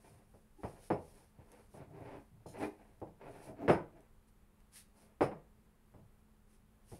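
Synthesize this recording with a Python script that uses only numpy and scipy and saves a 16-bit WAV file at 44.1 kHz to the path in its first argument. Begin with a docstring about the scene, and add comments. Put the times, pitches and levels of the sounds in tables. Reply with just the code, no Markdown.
"""Soft, sticky dough squelches and hands and apron swish: someone is kneading at a kitchen worktop.
The bowl lifts with the dough and knocks back down with a thud and a wet splat. Its foot scuffs and
groans along the top, and once a light catch sets its rim ringing. All is close to a single
microphone; behind it, a small room with a low hum answers."""
import sys
import numpy as np
from scipy import signal
from scipy.fft import rfft, irfft
from scipy.io import wavfile
from scipy.ndimage import uniform_filter1d

SR = 44100
rng = np.random.default_rng(int(sys.argv[2]) if len(sys.argv) > 2 else 0)


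def dump(signal):
    """Clip the signal to [-1, 1] and save it as 16-bit WAV at the path in sys.argv[1]."""
    limited = np.clip(np.atleast_2d(signal).T, -1, 1)
    pcm = np.round(limited * 32767).astype(np.int16)
    wavfile.write(sys.argv[1], SR, pcm)


N = 308259
BLOW_SIZE = 16384  # samples in one short sound
TIME = np.arange(N) / SR
AGE = np.arange(BLOW_SIZE) / SR


def amp(db):
    """Decibels to gain."""
    return 10 ** (np.asarray(db) / 20)


def unit(x):
    """Scale to rms 1."""
    return x / np.sqrt(np.mean(x ** 2))


def unit_blow(x):
    """Scale a short sound to the energy of 20 ms at rms 1."""
    return x / np.sqrt(np.sum(x ** 2) / (.02 * SR))


def decay(t60):
    """A fade that falls 60 dB in t60 seconds."""
    return np.exp(-np.log(1000) * AGE / t60)


def burst(fade_s):
    """White noise dying away with time constant fade_s."""
    return rng.standard_normal(BLOW_SIZE) * np.exp(-AGE / fade_s)


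def read(points, hz):
    """Read a table of (f/Hz, value) on a log-frequency axis."""
    f, value = np.transpose(points)
    return np.interp(np.log(np.maximum(hz, 1)), np.log(f), value)


def colour(x, points, size=8192):
    """Causal filter with the given (f/Hz, level/dB) shape."""
    gain = amp(read(points, np.fft.rfftfreq(size, 1 / SR)))
    cepstrum = irfft(np.log(gain))
    cepstrum[1:size // 2] *= 2
    cepstrum[size // 2 + 1:] = 0
    response = irfft(np.exp(rfft(cepstrum)))
    return signal.fftconvolve(x, response)[:len(x)]


def diffuse(x, size):
    """Even out a random burst's spectrum over `size` bins, so that it adds no boom of its own."""
    power = uniform_filter1d(np.abs(rfft(x)) ** 2, size=size)
    hz = np.fft.rfftfreq(len(x), 1 / SR)
    return colour(x, np.column_stack([hz, -10 * np.log10(power)])[1:])


def add(track, s, sound):
    """Mix a sound into the track at time s."""
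    start = int(s * SR)
    track[start:start + len(sound)] += sound[:N - start]


def walk(rate):
    """A random wander with a spread near 1, taking `rate` steps a second."""
    steps = rng.standard_normal(4096)
    return np.interp(TIME * rate, np.arange(len(steps)), steps)


def wavering_tone(hz, drift_hz, rate):
    """A sine whose pitch wanders about hz."""
    return np.sin(2 * np.pi * np.cumsum(hz + drift_hz * walk(rate)) / SR)


def slips(rate, spread_db):
    """Tiny random slips, `rate` a second; spread_db makes a few far larger than the rest."""
    size = amp(spread_db * np.minimum(rng.exponential(size=N), 4))
    slipping = rng.random(N) < rate / SR
    return unit(slipping * size * rng.standard_normal(N))


def strokes(rows, shape, fade_ratio):
    """Gain of hand strokes, each above half strength for its length; a higher shape is blunter."""
    gain = np.zeros(N)
    for peak, length, db in rows:
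        swell_s = length / (1 + fade_ratio)
        away = np.maximum((peak - TIME) / swell_s, (TIME - peak) / (swell_s * fade_ratio))
        near = away < 10
        gain[near] += amp(db) * .5 ** (away[near] ** shape)
    return gain


# Room tone spectrum: f/Hz, level/dB (levels in all tables are relative)
AIR_COLOUR = [(12, -34.5), (20, 2), (70, -6.5), (137, -12), (219, -14.5), (245, -18.5), (282, -21),
              (324, -22), (427, -19), (581, -26.5), (958, -26), (1340, -29.5), (5690, -44.5),
              (10800, -38.5), (15500, -44.5)]

def background(air_db=-66, hum_hz=213, hum_db=-75, waver_db=3, drift_hz=5):
    """Room tone all round the microphone: faint rumble and hiss with a wavering hum."""
    air = unit(colour(rng.standard_normal(N), AIR_COLOUR)) * amp(.5 * walk(15))
    hum = wavering_tone(hum_hz, drift_hz, rate=15) * amp(waver_db * walk(31))
    return amp(air_db) * air + amp(hum_db) * unit(hum)


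# The kitchen's decay: f/Hz, t60/s
ROOM_T60 = [(80, 0.63), (200, 0.31), (600, 0.31), (2000, 0.29), (5000, 0.27), (12000, 0.25)]

def room_response(wet_db, early_db, build_s=0.0049, early_s=0.0061):
    """Direct sound, quick echoes from the cupboards, and a dense tail whose bass lasts longest."""
    spectrum = rfft(rng.standard_normal(BLOW_SIZE))
    hz = np.fft.rfftfreq(BLOW_SIZE, 1 / SR)
    centres = np.array(ROOM_T60)[:, 0]
    tail = np.zeros(BLOW_SIZE)
    for share, (_, t60) in zip(np.eye(len(centres)), ROOM_T60):
        band = irfft(spectrum * read(np.column_stack([centres, share]), hz))
        tail += band * decay(t60)
    tail *= 1 - np.exp(-AGE / build_s)
    early = burst(early_s) * np.sqrt(AGE)
    echoes = amp(wet_db) * tail / np.linalg.norm(tail) + amp(early_db) * early / np.linalg.norm(early)
    return signal.unit_impulse(BLOW_SIZE) + echoes


def kitchen(x, wet_db, early_db):
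    """From worktop to microphone: direct sound and small-room echoes, drawn afresh for each call."""
    response = diffuse(room_response(wet_db, early_db), size=36)
    return signal.fftconvolve(x, response)[:len(x)]


# Bright spectrum of brushing, also of snaps and rim scratches: f/Hz, level/dB
BRUSH_COLOUR = [(600, -15.5), (1600, -1), (2600, -0.5), (3600, -3.5), (5200, 0.5), (7600, -4.5),
                (8800, 4.5), (10900, 4.5), (11800, -2.5), (13000, -9), (14200, -9), (15500, -12.5)]
# Hands and apron at the worktop: peak t/s, length/s, level/dB
BRUSHES = [(.08, 0.17, -71.5), (.35, .22, -81.5), (.70, 0.18, -70.5), (.85, 0.068, -64.5),
           (1.12, 0.26, -70.5), (1.56, 0.21, -75.5), (1.755, .07, -70), (2.10, 0.31, -79.5),
           (2.63, 0.079, -61.5), (2.83, 0.54, -84), (3.36, .18, -73), (3.46, .07, -66.5),
           (4.285, 0.021, -74.5), (4.775, 0.067, -55.5), (5.01, 0.095, -70.5), (6.53, 0.082, -76.5),
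           (6.93, 0.1, -65)]

def brushing(uneven_db=1):
    """Skin and cloth slide in a fine, dense grain."""
    grain = slips(rate=13000, spread_db=3.0) * amp(uneven_db * walk(60))
    return strokes(BRUSHES, shape=2.2, fade_ratio=1.05) * unit(colour(grain, BRUSH_COLOUR))


# Sticky threads snapping in the bowl: t/s, level/dB
SNAPS = [(1.518, -68), (3.002, -82), (4.006, -78), (4.604, -80)]

def snaps(snap_s=.0012):
    """Threads of dough part with tiny bright clicks."""
    out = np.zeros(N)
    for s, db in SNAPS:
        click = colour(burst(snap_s), BRUSH_COLOUR)
        add(out, s, amp(db) * unit_blow(click))
    return out


# The rim's ring: f/Hz, level/dB
RIM_MODES = [(3068, -9), (4129, 1), (5195, -2), (5652, -4), (6465, 0), (7074, -1), (9329, 2), (11090, 0),
             (12834, -12), (14616, -14)]
# One light catch on the rim, chattering: t/s, level/dB
RIM_TICKS = [(2.462, -65), (2.483, -63), (2.506, -66.5), (2.526, -70)]

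def rim(level_db=-1, t60=0.09, detune=0.0089, scratch_s=0.019, scratch_db=1, touch_s=0.004):
    """Light grazing touches scratch the rim and wake its high modes."""
    out = np.zeros(N)
    onset = 1 - np.exp(-AGE / touch_s)
    for s, db in RIM_TICKS:
        ring = sum(amp(mode_db) * np.sin(2 * np.pi * hz * (1 + detune * rng.standard_normal()) * AGE)
                   for hz, mode_db in RIM_MODES)
        scratch = colour(burst(scratch_s), BRUSH_COLOUR)
        touch = unit_blow(ring * decay(t60)) + amp(scratch_db) * unit_blow(scratch)
        add(out, s, amp(db + level_db) * touch * onset)
    return out


# The squelch, heard close: f/Hz, level/dB
SQUELCH_COLOUR = [(60, -17), (150, -5), (240, -6.5), (400, -1.5), (640, -5.5), (880, -6), (1150, -16),
                  (2400, -19), (3300, -32.5), (5000, -37.5), (9000, -58)]
# Wet dough squeezed between the fingers: peak t/s, length/s, level/dB
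SQUEEZES = [(.04, 0.29, -70), (.72, 0.22, -68), (1.17, 0.14, -73.5), (1.45, 0.16, -70.5),
            (1.59, 0.086, -61.5), (1.80, 0.079, -59.5), (1.99, .13, -60), (2.13, 0.11, -56),
            (2.61, 0.11, -51), (2.82, 0.17, -70.5), (3.315, 0.17, -56.5), (3.47, 0.062, -61.5),
            (3.63, 0.13, -61), (3.97, 0.12, -71), (5.03, 0.18, -75)]

def kneading(level_db=6, uneven_db=4.0):
    """Sticky dough peels from skin and bowl in a dense run of tiny slips."""
    peeling = slips(rate=2800, spread_db=0.0) * amp(uneven_db * walk(42))
    squelch = unit(colour(peeling, SQUELCH_COLOUR))
    return amp(level_db) * strokes(SQUEEZES, shape=2.7, fade_ratio=1.2) * squelch


# Spectrum of the foot's hollow scuff: f/Hz, level/dB
SCUFF_COLOUR = [(50, -38), (90, -5), (170, -7), (240, 5.5), (305, 4), (390, 2), (540, -12.5), (640, 1.5),
                (820, -11.5), (1100, -21.5), (2000, -33), (4000, -51)]
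# A soft, heavy load on the worktop, rumbling or thudding: f/Hz, level/dB
THUD_COLOUR = [(30, -23.5), (58, -4.5), (85, 3), (120, 1.5), (180, -2), (260, -13), (500, -28.5),
               (2000, -57.5)]
# The shoved bowl judders over the worktop: peak t/s, length/s, scuff level/dB, rumble level/dB
SHOVES = [(0.13, 0.11, -75, -61), (1.793, 0.077, -53, -51.5), (1.97, .17, -53.5, -52.5),
          (2.14, .11, -52, -58), (2.36, .1, -78, -59), (2.52, .09, -80, -59), (2.627, 0.098, -45, -65),
          (2.904, .25, -74, -71.5), (3.30, .1, -56.5, -58), (3.503, 0.072, -49, -53.5),
          (3.63, .06, -37, -53.5), (3.971, .08, -58.5, -62.5)]
# The groan's resonances: f/Hz, pitch shake/Hz, level/dB
GROAN_MODES = [(311.5, 10.8, 2), (382, 20.1, 2.5), (787, 26.1, -7), (843, 27, -5)]
# Groans from hard shoves: peak t/s, length/s, level/dB
GROANS = [(0.597, 0.017, -53.5), (2.64, 0.077, -42.5)]

def scuffing(scuff_trim_db=-1.0, uneven_db=1.5):
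    """The bowl's foot sticks and slips: a hollow scuff, a low rumble under load and two groans."""
    friction = slips(rate=2600, spread_db=1.96) * amp(uneven_db * walk(40))
    peak, length, scuff_db, rumble_db = np.transpose(SHOVES)
    scuff = unit(colour(friction, SCUFF_COLOUR))
    scuff *= strokes(zip(peak, length, scuff_db), shape=2.1, fade_ratio=1.2)
    rumble = unit(colour(friction, THUD_COLOUR))
    rumble *= strokes(zip(peak, length, rumble_db), shape=2.1, fade_ratio=1.2)
    # the slips lock on to a few resonances, whose pitch shakes with the load
    groan = unit(sum(amp(db) * wavering_tone(hz, shake, rate=120) for hz, shake, db in GROAN_MODES))
    groan *= strokes(GROANS, shape=1.33, fade_ratio=1.0)
    return amp(scuff_trim_db) * scuff + rumble + groan


# Spectrum of the bowl's crack on the worktop: f/Hz, level/dB
KNOCK_COLOUR = [(40, -21), (90, -13.5), (190, 1), (250, -3.5), (340, 4.5), (490, 2), (900, -3.5),
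                (1300, -11), (2400, -20), (3300, -33), (4400, -39.5), (5200, -44), (6300, -54.5),
                (15000, -62)]
# Spectrum of the dough's wet splat: f/Hz, level/dB
SPLAT_COLOUR = [(500, -5), (1300, 7.5), (2500, 6.5), (3400, -9), (4600, -12), (5150, 0.5), (5800, -14.5),
                (8200, -16.5), (9200, -5), (10800, -14), (12000, -23.5), (15500, -23.5)]
# Bowl and worktop ringing together: f/Hz, level/dB, t60/s
BOWL_MODES = [(128, -3.5, 0.26), (155, 1.5, 0.18), (198, -5.5, 0.12), (291, -7.5, 0.17), (356, -3, 0.25),
              (396.5, -4, 0.21), (496, 5, 0.12), (551, 8, 0.15), (646, -1, 0.19), (693, 7, 0.15),
              (837, -4, 0.12), (1015, -4, 0.2), (1178, -8.5, .15), (1323, -11, 0.14), (1885, -13, 0.13),
              (5220, -28.5, .15)]
# The bowl lands edge first, drops flat and settles: share of rocking time, level/dB, treble/dB
CONTACTS = [(0, -3, 4), (0.159, 0, 0.5), (0.422, 0, -8), (1.002, -11, -9.5)]
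# Bowl and dough come down in front of the microphone:
# t/s, rocking time/s, knock level/dB, thud level/dB, splat level/dB, hardness as treble/dB
LANDINGS = [(0.339, 0.013, -62, -60, -97, -9), (0.634, .034, -40, -39, -59, -4.5),
            (0.903, .022, -30, -39, -53, -6), (1.386, 0.031, -64, -51.5, -87, -17),
            (1.740, 0.032, -55, -57, -77, -11), (2.403, 0.0095, -72, -67, -85, -10),
            (2.459, 0.012, -49, -51, -85, -18), (3.016, .03, -44.5, -46.5, -78, -14),
            (3.071, .015, -60, -59, -79, -5), (3.680, .026, -26.5, -35.5, -41.5, 1),
            (3.698, .012, -23.5, -39.5, -45, 1), (5.2085, .024, -26, -38.5, -41.5, -3.5),
            (5.315, 0.016, -47, -75, -72, -1), (5.940, .03, -60, -53.5, -83, -5.5),
            (5.983, 0.021, -67.5, -53.5, -90, -20), (6.918, .03, -53, -46, -77, -12)]

def knocks(level_db=-2.0, ring_db=-9.5, hard_hz=1700, thud_s=0.038,
           splat_s=0.023, splat_tail_db=-20, splat_t60=.26):
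    """Each landing is a few quick contacts that crack and ring, with the dough's splat and thud."""
    out = np.zeros(N)
    crack = colour(signal.unit_impulse(BLOW_SIZE), KNOCK_COLOUR)
    ring = sum(amp(db) * (-1) ** k * np.sin(2 * np.pi * hz * AGE) * decay(t60)
               for k, (hz, db, t60) in enumerate(BOWL_MODES))
    strike = unit_blow(crack) + amp(ring_db) * unit_blow(ring)
    # the dough spreads after the contact, so its splat swells before it dies away in the room
    swell = 1 - np.exp(-AGE / splat_s)
    fade = np.exp(-AGE / splat_s) + amp(splat_tail_db) * decay(splat_t60)
    for s, rocking_s, db, thud_db, splat_db, hard_db in LANDINGS:
        for share, contact_db, treble_db in CONTACTS:
            knock = kitchen(strike, wet_db=-2.0, early_db=5.0)
            # a softer contact loses its treble
            knock = colour(knock, [(hard_hz / 2, 0), (hard_hz, hard_db + treble_db)])
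            add(out, s + share * rocking_s, amp(db + contact_db) * unit_blow(knock))
        splat = colour(rng.standard_normal(BLOW_SIZE) * swell * fade, SPLAT_COLOUR)
        thud = colour(diffuse(burst(thud_s), size=16), THUD_COLOUR)
        add(out, s, amp(splat_db) * unit_blow(splat) + amp(thud_db) * unit_blow(thud))
    return amp(level_db) * out


def scene():
    """One microphone near the worktop: knocks and handwork in front, room tone behind."""
    handwork = kneading() + scuffing() + brushing() + snaps() + rim()
    handwork = kitchen(handwork, wet_db=-9.0, early_db=-1.5)
    return (knocks() + handwork + background())[None]


def record(dry, top_hz=15700):
    """The recorder cuts the top steeply."""
    lowpass = signal.ellip(12, .1, 80, top_hz, fs=SR, output="sos")
    return signal.sosfilt(lowpass, dry)


dry = scene()
out = record(dry)
dump(out)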